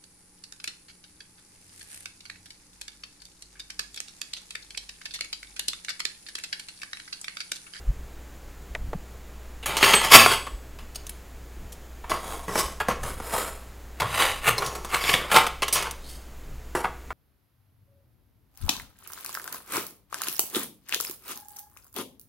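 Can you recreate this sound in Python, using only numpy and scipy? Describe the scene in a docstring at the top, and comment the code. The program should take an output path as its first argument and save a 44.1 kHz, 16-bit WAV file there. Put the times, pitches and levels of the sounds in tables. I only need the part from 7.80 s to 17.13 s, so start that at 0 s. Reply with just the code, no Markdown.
"""A mono microphone on a kitchen counter is bumped and turned over steady hiss, rumble and a 60 Hz hum.
Steel cutlery is then lifted in a crash and sorted into the plastic tray of an open wooden drawer, ending in dull knocks.
Blows and slides are noise-like contact forces passed through damped steel modes and the drawer's response.
The kitchen echoes this clatter; freely ringing pieces are decaying sines, and one late scrape is a rough rising note.
The input clips at full scale and a low-pass cuts the top."""
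import sys
import numpy as np
from scipy import signal
from scipy.fft import rfft, irfft, next_fast_len
from scipy.io import wavfile

SR = 44100
rng = np.random.default_rng(int(sys.argv[2]) if len(sys.argv) > 2 else 0)


def store_wav(level_fs):
    """Save 16-bit WAV to argv[1]."""
    pcm = np.round(np.clip(np.atleast_2d(level_fs), -1, 1) * 32767)
    wavfile.write(sys.argv[1], SR, pcm.T.astype(np.int16))


N = 411453
SIZE = 32768  # samples in one sound
AGE_S = np.arange(SIZE) / SR
HZ = np.maximum(np.arange(SIZE // 2 + 1) * SR / SIZE, 1)

# ranges of thud, knock, clack and chink: (low [Hz], high [Hz])
RANGES = [(110, 700), (700, 1700), (1700, 4500), (4500, 15700)]


def undb(db):
    """Decibels to gain."""
    return 10 ** (np.asarray(db) / 20)


def unit(x):
    """Scale to rms 1."""
    return x / np.sqrt(np.mean(np.abs(x) ** 2))


def fade(t60_s):
    """Exponential decay, 60 dB down after t60."""
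    return np.exp(-np.log(1000) * AGE_S / max(t60_s, 1e-3))


def along(points, hz):
    """Read (Hz, value) points on a log-frequency axis."""
    point_hz, value = np.transpose(points)
    return np.interp(np.log(hz), np.log(point_hz), value)


def add(track, start_s, sound):
    """Mix a sound into the track from start_s."""
    start = max(int(start_s * SR), 0)
    part = sound[:max(N - start, 0)]
    track[start:start + len(part)] += part


def causal(gain):
    """Minimum-phase response with this gain: nothing sounds before the blow."""
    cepstrum = irfft(np.log(gain + 1e-6))
    cepstrum[1:SIZE // 2] *= 2
    cepstrum[SIZE // 2 + 1:] = 0
    return np.exp(rfft(cepstrum))


def resonance(hz, width_hz):
    """Response of one resonance, gain 1 at its centre."""
    return 1 / (1 + 1j * (HZ / hz - hz / HZ) * hz / width_hz)


def band(low_hz, high_hz, order=5):
    """Gain of a band-pass; neighbouring bands add up in power."""
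    low_cut = 1 + (low_hz / HZ) ** (2 * order)
    high_cut = 1 + (HZ / high_hz) ** (2 * order)
    return 1 / np.sqrt(low_cut * high_cut)


def shaped_noise(gain):
    """White noise filtered by a gain over HZ."""
    return irfft(rfft(rng.standard_normal(SIZE)) * gain)


def shares(level_db, touch, bright_db=0):
    """Level of each range for a contact of this strength and kind; brightness tilts from thud to chink."""
    # how a contact shares its energy, by kind: (drawer thud [dB], tray knock [dB], handle clack [dB],
    # steel chink [dB]). drawer: piece on its floor; tray: piece drops in and jogs others; wall: dull knock
    # on tray wall; handle: handle on handle; bunch: loose pieces; stack: steel on the pile in the tray;
    # steel: bowls and blades meet; tip: only a tip or tine touches
    touches = dict( drawer=(-1, -2, -14, -12.5), tray=(-10, 0.5, -7, -13.5), wall=(-11.5, 0.5, -13, -25),
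               handle=(-10.5, -11, -0.5, -11.5), bunch=(-10.5, -2.5, -2, -6.5), stack=(-3.5, -0.5, -8, -2),
               steel=(-11.5, -4, -1.5, 0), tip=(-15.5, -20.5, -11, 0.5))
    tilt_db = bright_db * np.linspace(-.5, .5, len(RANGES))
    return level_db + np.array(touches[touch]) + tilt_db


def contacts(rate_hz, spread_db, tick_t60_s):
    """A dense run of tiny collisions of uneven size, each a very short crackle; rms 1."""
    sizes = undb(spread_db * np.minimum(rng.exponential(size=SIZE), 2.6))
    pulses = (rng.random(SIZE) < rate_hz / SR) * sizes ** 2
    # power falls in one sample as far as amplitude does in two
    power = signal.lfilter([1], [1, -fade(tick_t60_s)[2]], pulses + 1e-18)
    return unit(np.sqrt(power) * rng.standard_normal(SIZE))


def steel(t60_s, ring_db, spread_db=3, place_db=3, count=56):
    """One piece lying in the heap: a dry tick plus many short modes, damped by its neighbours."""
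    mode_hz = rng.uniform(4500, 15600, count)
    mode_t60_s = t60_s * np.exp(0.22 * rng.standard_normal(count))
    width_hz = np.log(1000) / np.pi / mode_t60_s
    gain = undb(spread_db * rng.standard_normal(count)) * rng.choice([-1, 1], count) / np.sqrt(width_hz)
    modes = sum(g * resonance(f, w) for f, w, g in zip(mode_hz, width_hz, gain))
    # where it lies in the tray decides which of the drawer's resonances it reaches
    coupling = np.column_stack([np.geomspace(200, 7000, count), place_db * rng.standard_normal(count)])
    return (1 + undb(ring_db) * unit(modes)) * causal(undb(along(coupling, HZ)))


def drawer():
    """Response of drawer, tray and counter in each range: resonances on a broad contact response."""
    # broad response of a contact: (frequency [Hz], level [dB])
    broad = [(100, 0), (280, -5), (450, -5), (1200, 4.5), (1500, 0), (3000, 2), (4000, -5.5), (5200, -11.5),
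             (10000, -9), (15500, -16.5)]
    # resonances of drawer, tray and counter: (frequency [Hz], width [Hz], level over broad response [dB])
    resonances = [(244.3, 30, -3.5), (427, 170, 9.5), (747, 60, 1.5), (1060, 84, 3.5), (1145, 127, 3),
                  (1834, 70, -2), (2020, 115, 2), (2243, 86, 4.5), (2660, 92, 2.5), (3283, 35, 1.5),
                  (5230, 48, -2.5)]
    peaks_db = sum(db * np.abs(resonance(hz, width_hz)) ** 2 for hz, width_hz, db in resonances)
    gain = undb(along(broad, HZ) + peaks_db)
    return [causal(gain * band(low_hz, high_hz)) for low_hz, high_hz in RANGES]


def resound(force, envelope, levels_db, body, piece):
    """Pass a contact force through a piece and the drawer; each range takes its share of the energy."""
    spectrum = rfft(force * envelope) * piece
    parts = (undb(db) * unit(spectrum * response) for db, response in zip(levels_db, body))
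    return irfft(sum(parts)) * np.sqrt(np.sum(envelope ** 2))


def blows(body, heap, crack_db=-2.5, crack_t60_s=0.031):
    """Each blow starts with a hard crack and chatters to rest."""
    # single blows: (time [s], envelope t60 [s], level before shares [dB], kind of contact)
    blow_list = [(1.828, 0.12, -35.5, "handle"), (1.858, 0.16, -26, "steel"), (1.968, 0.12, -22.5, "steel"),
                 (2.027, 0.1, -8, "handle"), (2.136, 0.046, -6.5, "handle"), (2.319, .07, -12.5, "bunch"),
                 (2.461, 0.016, -3.5, "tray"), (2.667, 0.072, -29.5, "tray"), (2.987, 0.15, -44, "bunch"),
                 (3.148, .06, -41, "tip"), (3.157, 0.028, -27, "tip"), (3.267, 0.029, -32.5, "tip"),
                 (3.294, .025, -28, "tip"), (3.922, 0.07, -39.5, "tip"), (4.239, 0.08, -35.5, "wall"),
                 (4.296, 0.35, -30.5, "stack"), (4.315, .045, -16.5, "wall"), (4.68, 0.25, -29.5, "drawer"),
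                 (4.754, 0.029, -16.5, "drawer"), (4.789, .1, -23.5, "tip"), (5.001, 0.11, -21.5, "tray"),
                 (5.084, 0.1, -18, "drawer"), (5.232, 0.15, -33, "stack"), (5.4, 0.038, -29.5, "drawer"),
                 (5.533, 0.063, -25, "drawer"), (6.2, 0.12, -23, "bunch"), (6.422, 0.019, -12.5, "handle"),
                 (6.781, 0.068, -25.5, "stack"), (6.821, 0.085, -22.5, "tray"), (6.862, 0.072, -28, "tip"),
                 (6.952, 0.06, -31.5, "stack"), (7.047, 0.051, -31, "stack"), (7.144, 0.019, -14, "handle"),
                 (7.238, 0.11, -24.5, "handle"), (7.291, 0.052, -14, "handle"),
                 (7.338, 0.076, -12.5, "handle"), (7.515, 0.095, -18, "bunch"), (7.563, 0.024, -9, "bunch"),
                 (7.666, 0.05, -20.5, "bunch"), (7.821, 0.085, -17.5, "bunch"), (7.881, .06, -25, "steel"),
                 (7.926, 0.25, -20.5, "tip"), (8.025, 0.058, -29.5, "steel"), (8.11, 0.022, -26, "tip"),
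                 (8.95, 0.088, -20, "drawer"), (9.042, 0.096, -19, "wall"), (9.304, 0.056, -27, "wall")]
    out = np.zeros(N)
    for time_s, t60_s, level_db, touch in blow_list:
        crack = undb(crack_db) * fade(crack_t60_s) * rng.standard_normal(SIZE)
        force = crack + contacts(rate_hz=1400, spread_db=2.5, tick_t60_s=0.0143)
        piece = heap[rng.integers(len(heap))]
        add(out, time_s, resound(force, fade(t60_s), shares(level_db, touch), body, piece))
    return out


def slides(body, heap):
    """Edges and tines catch on each other in a run of collisions that swells unevenly and dies away."""
    # pieces sliding and tumbling over each other: (peak time [s], rise [s], fall [s],
    # level before shares [dB], kind of contact, brightness [dB])
    slide_list = [(1.895, 0.026, 0.16, -30, "bunch", -7), (2.08, 0.12, 0.35, -19.5, "bunch", 0.5),
                  (2.25, 0.025, 0.039, -24, "steel", -5), (2.353, .035, 0.016, 2.5, "bunch", 6.5),
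                  (2.39, 0.031, 0.13, -18, "bunch", 3.5), (2.53, 0.094, 0.055, -22, "bunch", 2),
                  (4.325, 0.053, 0.12, -34, "tray", -5), (4.519, 0.18, 0.22, -38.5, "stack", -1.5),
                  (4.789, 0.099, 0.13, -27.5, "stack", 3), (5.108, 0.037, 0.073, -28.5, "tray", 2),
                  (5.283, 0.074, 0.14, -37, "stack", -0.5), (5.57, .16, 0.2, -30, "stack", 1),
                  (6.22, 0.01, 0.092, -26, "tray", -6.5), (6.44, 0.18, 0.14, -22, "bunch", 1),
                  (6.686, 0.054, 0.051, -17.5, "bunch", 0.5), (6.85, .15, 0.26, -36, "stack", -3),
                  (7.15, .045, 0.048, -22, "tray", 10), (7.31, 0.19, .12, -26, "bunch", 6),
                  (7.42, 0.061, 0.16, -35, "bunch", -13.5), (7.565, 0.058, 0.078, -11.5, "tray", 5),
                  (7.959, 0.028, 0.12, -25.5, "bunch", -1.5), (8.061, .019, 0.041, -31, "tray", 0),
                  (8.301, 0.09, 0.15, -45.5, "tip", 0), (8.964, 0.009, 0.1, -29, "drawer", 7)]
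    rise_bend, fall_bend = 1.3, 1.08  # above 1: starts and stops more suddenly than an exponential
    catch_hz, catch_db = 71.3, 1.43  # catch and slip: rate of random level points, their spread
    out = np.zeros(N)
    for peak_s, rise_s, fall_s, level_db, touch, bright_db in slide_list:
        t = AGE_S - 1.5 * rise_s
        rising = np.abs(t / rise_s) ** rise_bend
        falling = np.abs(t / fall_s) ** fall_bend
        envelope = 10 ** -np.where(t < 0, rising, falling)  # 20 dB in one rise or fall time
        swing = np.interp(AGE_S * catch_hz, np.arange(SIZE), rng.standard_normal(SIZE))
        force = undb(catch_db * swing) * contacts(rate_hz=1100, spread_db=2.5, tick_t60_s=0.016)
        piece = heap[rng.integers(len(heap))]
        levels_db = shares(level_db, touch, bright_db)
        add(out, peak_s + t[0], resound(force, envelope, levels_db, body, piece))
    return out


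def rings(touched_t60_s=0.33):
    """A piece that lands free sings in its own modes until a touch damps it; the counter booms likewise."""
    # modes of pieces and counter: (frequency [Hz], relative level [dB], free t60 [s])
    things = dict(
        spoon=[(1072, -3, .7), (1733, -8, .55), (2277, -12, .55), (2654, -8, .5), (2729, -3, .45),
               (4683, -3, .55), (5421, -5, .25), (6611, -7, .42), (8683, -3, .35), (9249, -18, .35),
               (10480, -9, .5), (11840, -7, .5), (13320, -13, .38), (14710, -11, .45), (15560, -15, .45)],
        teaspoon=[(3343, 2, .45), (7946, -5, .65), (9636, -2, .5)],
        knife=[(1723, -16, .6), (4377, -15, .32), (6449, -19, .28), (8199, 0, .18), (12800, -16, .2)],
        fork=[(3300, -18, .35), (4996, -15, .35), (6519, -15, .35), (8430, -11, .3), (9160, -15, .2),
              (10490, -17, .3), (10642, 0, .15), (13540, -14, .18), (14255, -7, .15)],
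        blade=[(4040, -2, .05), (4270, 0, .06), (5160, 0, .04)],
        counter=[(100, -5, .6), (232, 0, .4)])
    # strikes: (time [s], which, level [dB], time left free [s])
    strikes = [(2.041, "spoon", -22.5, 0.076), (2.151, "knife", -13.5, .09), (2.354, "spoon", -15, 0.23),
               (2.352, "counter", -19.5, .2), (2.464, "teaspoon", -27, .5), (6.781, "blade", -22, 0.0087),
               (7.529, "fork", -25.5, 0.11), (7.93, "fork", -19, .09)]
    out = np.zeros(N)
    for time_s, which, level_db, free_s in strikes:
        ring = np.zeros(SIZE)
        for hz, mode_db, t60_s in things[which]:
            sine = np.sin(2 * np.pi * hz * AGE_S) * rng.choice([-1, 1])
            ring += undb(mode_db) * fade(t60_s) * sine
        damping = np.exp(-np.log(1000) * np.maximum(AGE_S - free_s, 0) / touched_t60_s)
        add(out, time_s, undb(level_db) * ring * damping)
    return out


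def scrape(middle_s=8.27, length_s=0.047, start_hz=3900, end_hz=4600, width_hz=500, level_db=-49):
    """An edge drawn lightly along another piece: a soft, rough note rising as the free length shortens."""
    t = AGE_S - 2 * length_s
    hz = np.interp(t, [-length_s, length_s], [start_hz, end_hz])
    grip = unit(shaped_noise(band(1, width_hz / 2, order=2)))
    note = grip * np.sin(2 * np.pi * np.cumsum(hz) / SR)
    out = np.zeros(N)
    add(out, middle_s - 2 * length_s, undb(level_db) * np.exp(-(t / length_s) ** 2) * note)
    return out


def kitchen(x, gap_s=0.0097, build_s=0.003):
    """Diffuse echo off cupboards and walls: decaying noise per octave, weak in the treble."""
    # decay of the echo: (frequency [Hz], t60 [s])
    room_t60 = [(150, 0.52), (1000, 0.365), (3000, 0.42), (12000, 0.5)]
    # level of the echo: (frequency [Hz], level against direct sound [dB])
    room_level = [(150, -7.5), (1200, -9), (3200, -9), (5500, -11), (14000, -18.5)]
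    echo = np.zeros(SIZE)
    for low_hz in 80 * 2. ** np.arange(9):
        high_hz = 2 * low_hz
        t60_s = along(room_t60, np.sqrt(low_hz * high_hz))
        envelope = fade(t60_s) * np.clip((AGE_S - gap_s) / build_s, 0, 1)
        noise = shaped_noise(band(low_hz, high_hz))
        echo += noise * envelope / np.sqrt(np.sum(envelope ** 2))
    response = irfft(rfft(echo) * undb(along(room_level, HZ)))
    return signal.fftconvolve(x, response)[:N]


def handling():
    """What reaches the microphone by touch: resonant noise clicks and knocks, soft housing bumps."""
    # dry clicks beside the microphone and dull knocks through the counter:
    # (time [s], frequency [Hz], width of each of two resonances [Hz], excitation t60 [s], level [dB])
    clicks = [(0.951, 1900, 680, 0.02, -21.5), (0.95, 4500, 5000, 0.011, -33.5),
              (0.95, 670, 700, 0.049, -29.5), (1.131, 630, 604, 0.037, -23.5),
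              (6.21, 106, 44.6, 0.92, -33.5), (6.66, 119, 60, 0.8, -35.5)]
    # bumps of the microphone's housing: (middle [s], frequency [Hz], length [s], peak level [dB])
    bumps = [(0.094, 42, 0.016, -13.5), (0.101, 124, 0.011, -27), (0.921, 51.5, 0.014, -31),
             (1.157, 170, 0.0065, -25.5), (2.75, 45, 0.016, -26.5), (4.86, 49.93, 0.012, -26)]
    out = np.zeros(N)
    for time_s, hz, width_hz, t60_s, level_db in clicks:
        burst = rng.standard_normal(SIZE) * fade(t60_s)
        click = irfft(rfft(burst) * resonance(hz, width_hz) ** 2)
        add(out, time_s, undb(level_db) * unit(click) * np.sqrt(np.mean(fade(t60_s) ** 2)))
    for middle_s, hz, length_s, level_db in bumps:
        t = AGE_S - np.pi * length_s
        bump = np.exp(-(t / length_s) ** 2) * np.cos(2 * np.pi * hz * t)
        add(out, middle_s - np.pi * length_s, undb(level_db) * bump)
    return out


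def rumble():
    """Soft swells of low noise as the microphone is held or someone leans on the counter."""
    # swells of handling and movement: (middle [s], length [s], level [dB])
    swells = [(.16, 0.063, -38.5), (1.059, .1, -33.5), (3.838, 0.073, -39), (5.269, 0.15, -36),
              (8.744, 0.075, -37)]
    # colour of the rumble: (frequency [Hz], relative level per Hz [dB])
    colour = [(25, 1), (60, -5.5), (170, -17.5), (300, -27), (1000, -72)]
    out = np.zeros(N)
    for middle_s, length_s, level_db in swells:
        noise = unit(shaped_noise(undb(along(colour, HZ)) * (HZ > 10)))
        swell = np.exp(-(AGE_S / length_s - np.pi) ** 2)
        add(out, middle_s - np.pi * length_s, undb(level_db) * swell * noise)
    return out


def background(noise_db=-44, hum_hz=60.2, hum_db=-44.5, waver=0.143):
    """Steady filtered noise for rumble and hiss, with a low hum whose level wavers a little."""
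    # kitchen background and microphone hiss: (frequency [Hz], relative level per Hz [dB])
    floor = [(20, 6), (45, -4.5), (90, -10), (200, -14), (450, -16), (900, -22), (1800, -24.5),
             (3500, -31.5), (5800, -34.5), (7000, -30), (8500, -37), (15500, -35.5)]
    size = next_fast_len(N, real=True)
    hz = np.maximum(np.arange(size // 2 + 1) * SR / size, 1)
    gain = undb(along(floor, hz)) * (hz > 10)
    noise = irfft(rfft(rng.standard_normal(size)) * gain, size)[:N]
    t = np.arange(N) / SR
    sway = np.interp(t, np.linspace(0, t[-1], 60), rng.standard_normal(60))
    hum = (1 + waver * sway) * np.sin(2 * np.pi * hum_hz * t)
    return undb(noise_db) * unit(noise) + undb(hum_db) * unit(hum)


def scene(count=16):
    """The clatter and its echo over the background, the same in both channels."""
    body = drawer()
    loose = [steel(t60_s=0.04, ring_db=-6) for _ in range(count)]
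    sliding = [steel(t60_s=0.058, ring_db=-4.0) for _ in range(count)]
    clatter = blows(body, loose) + slides(body, sliding)
    mono = clatter + kitchen(clatter) + rings() + scrape() + handling() + rumble() + background()
    return np.array([mono, mono])


def record(dry, top_hz=15850):
    """The input clips at full scale, then a steep zero-phase low-pass cuts the top."""
    clipped = np.clip(dry, -1, 1)
    low_pass = signal.ellip(8, .1, 50, top_hz, fs=SR, output="sos")
    return signal.sosfiltfilt(low_pass, clipped)


dry = scene()
out = record(dry)
store_wav(out)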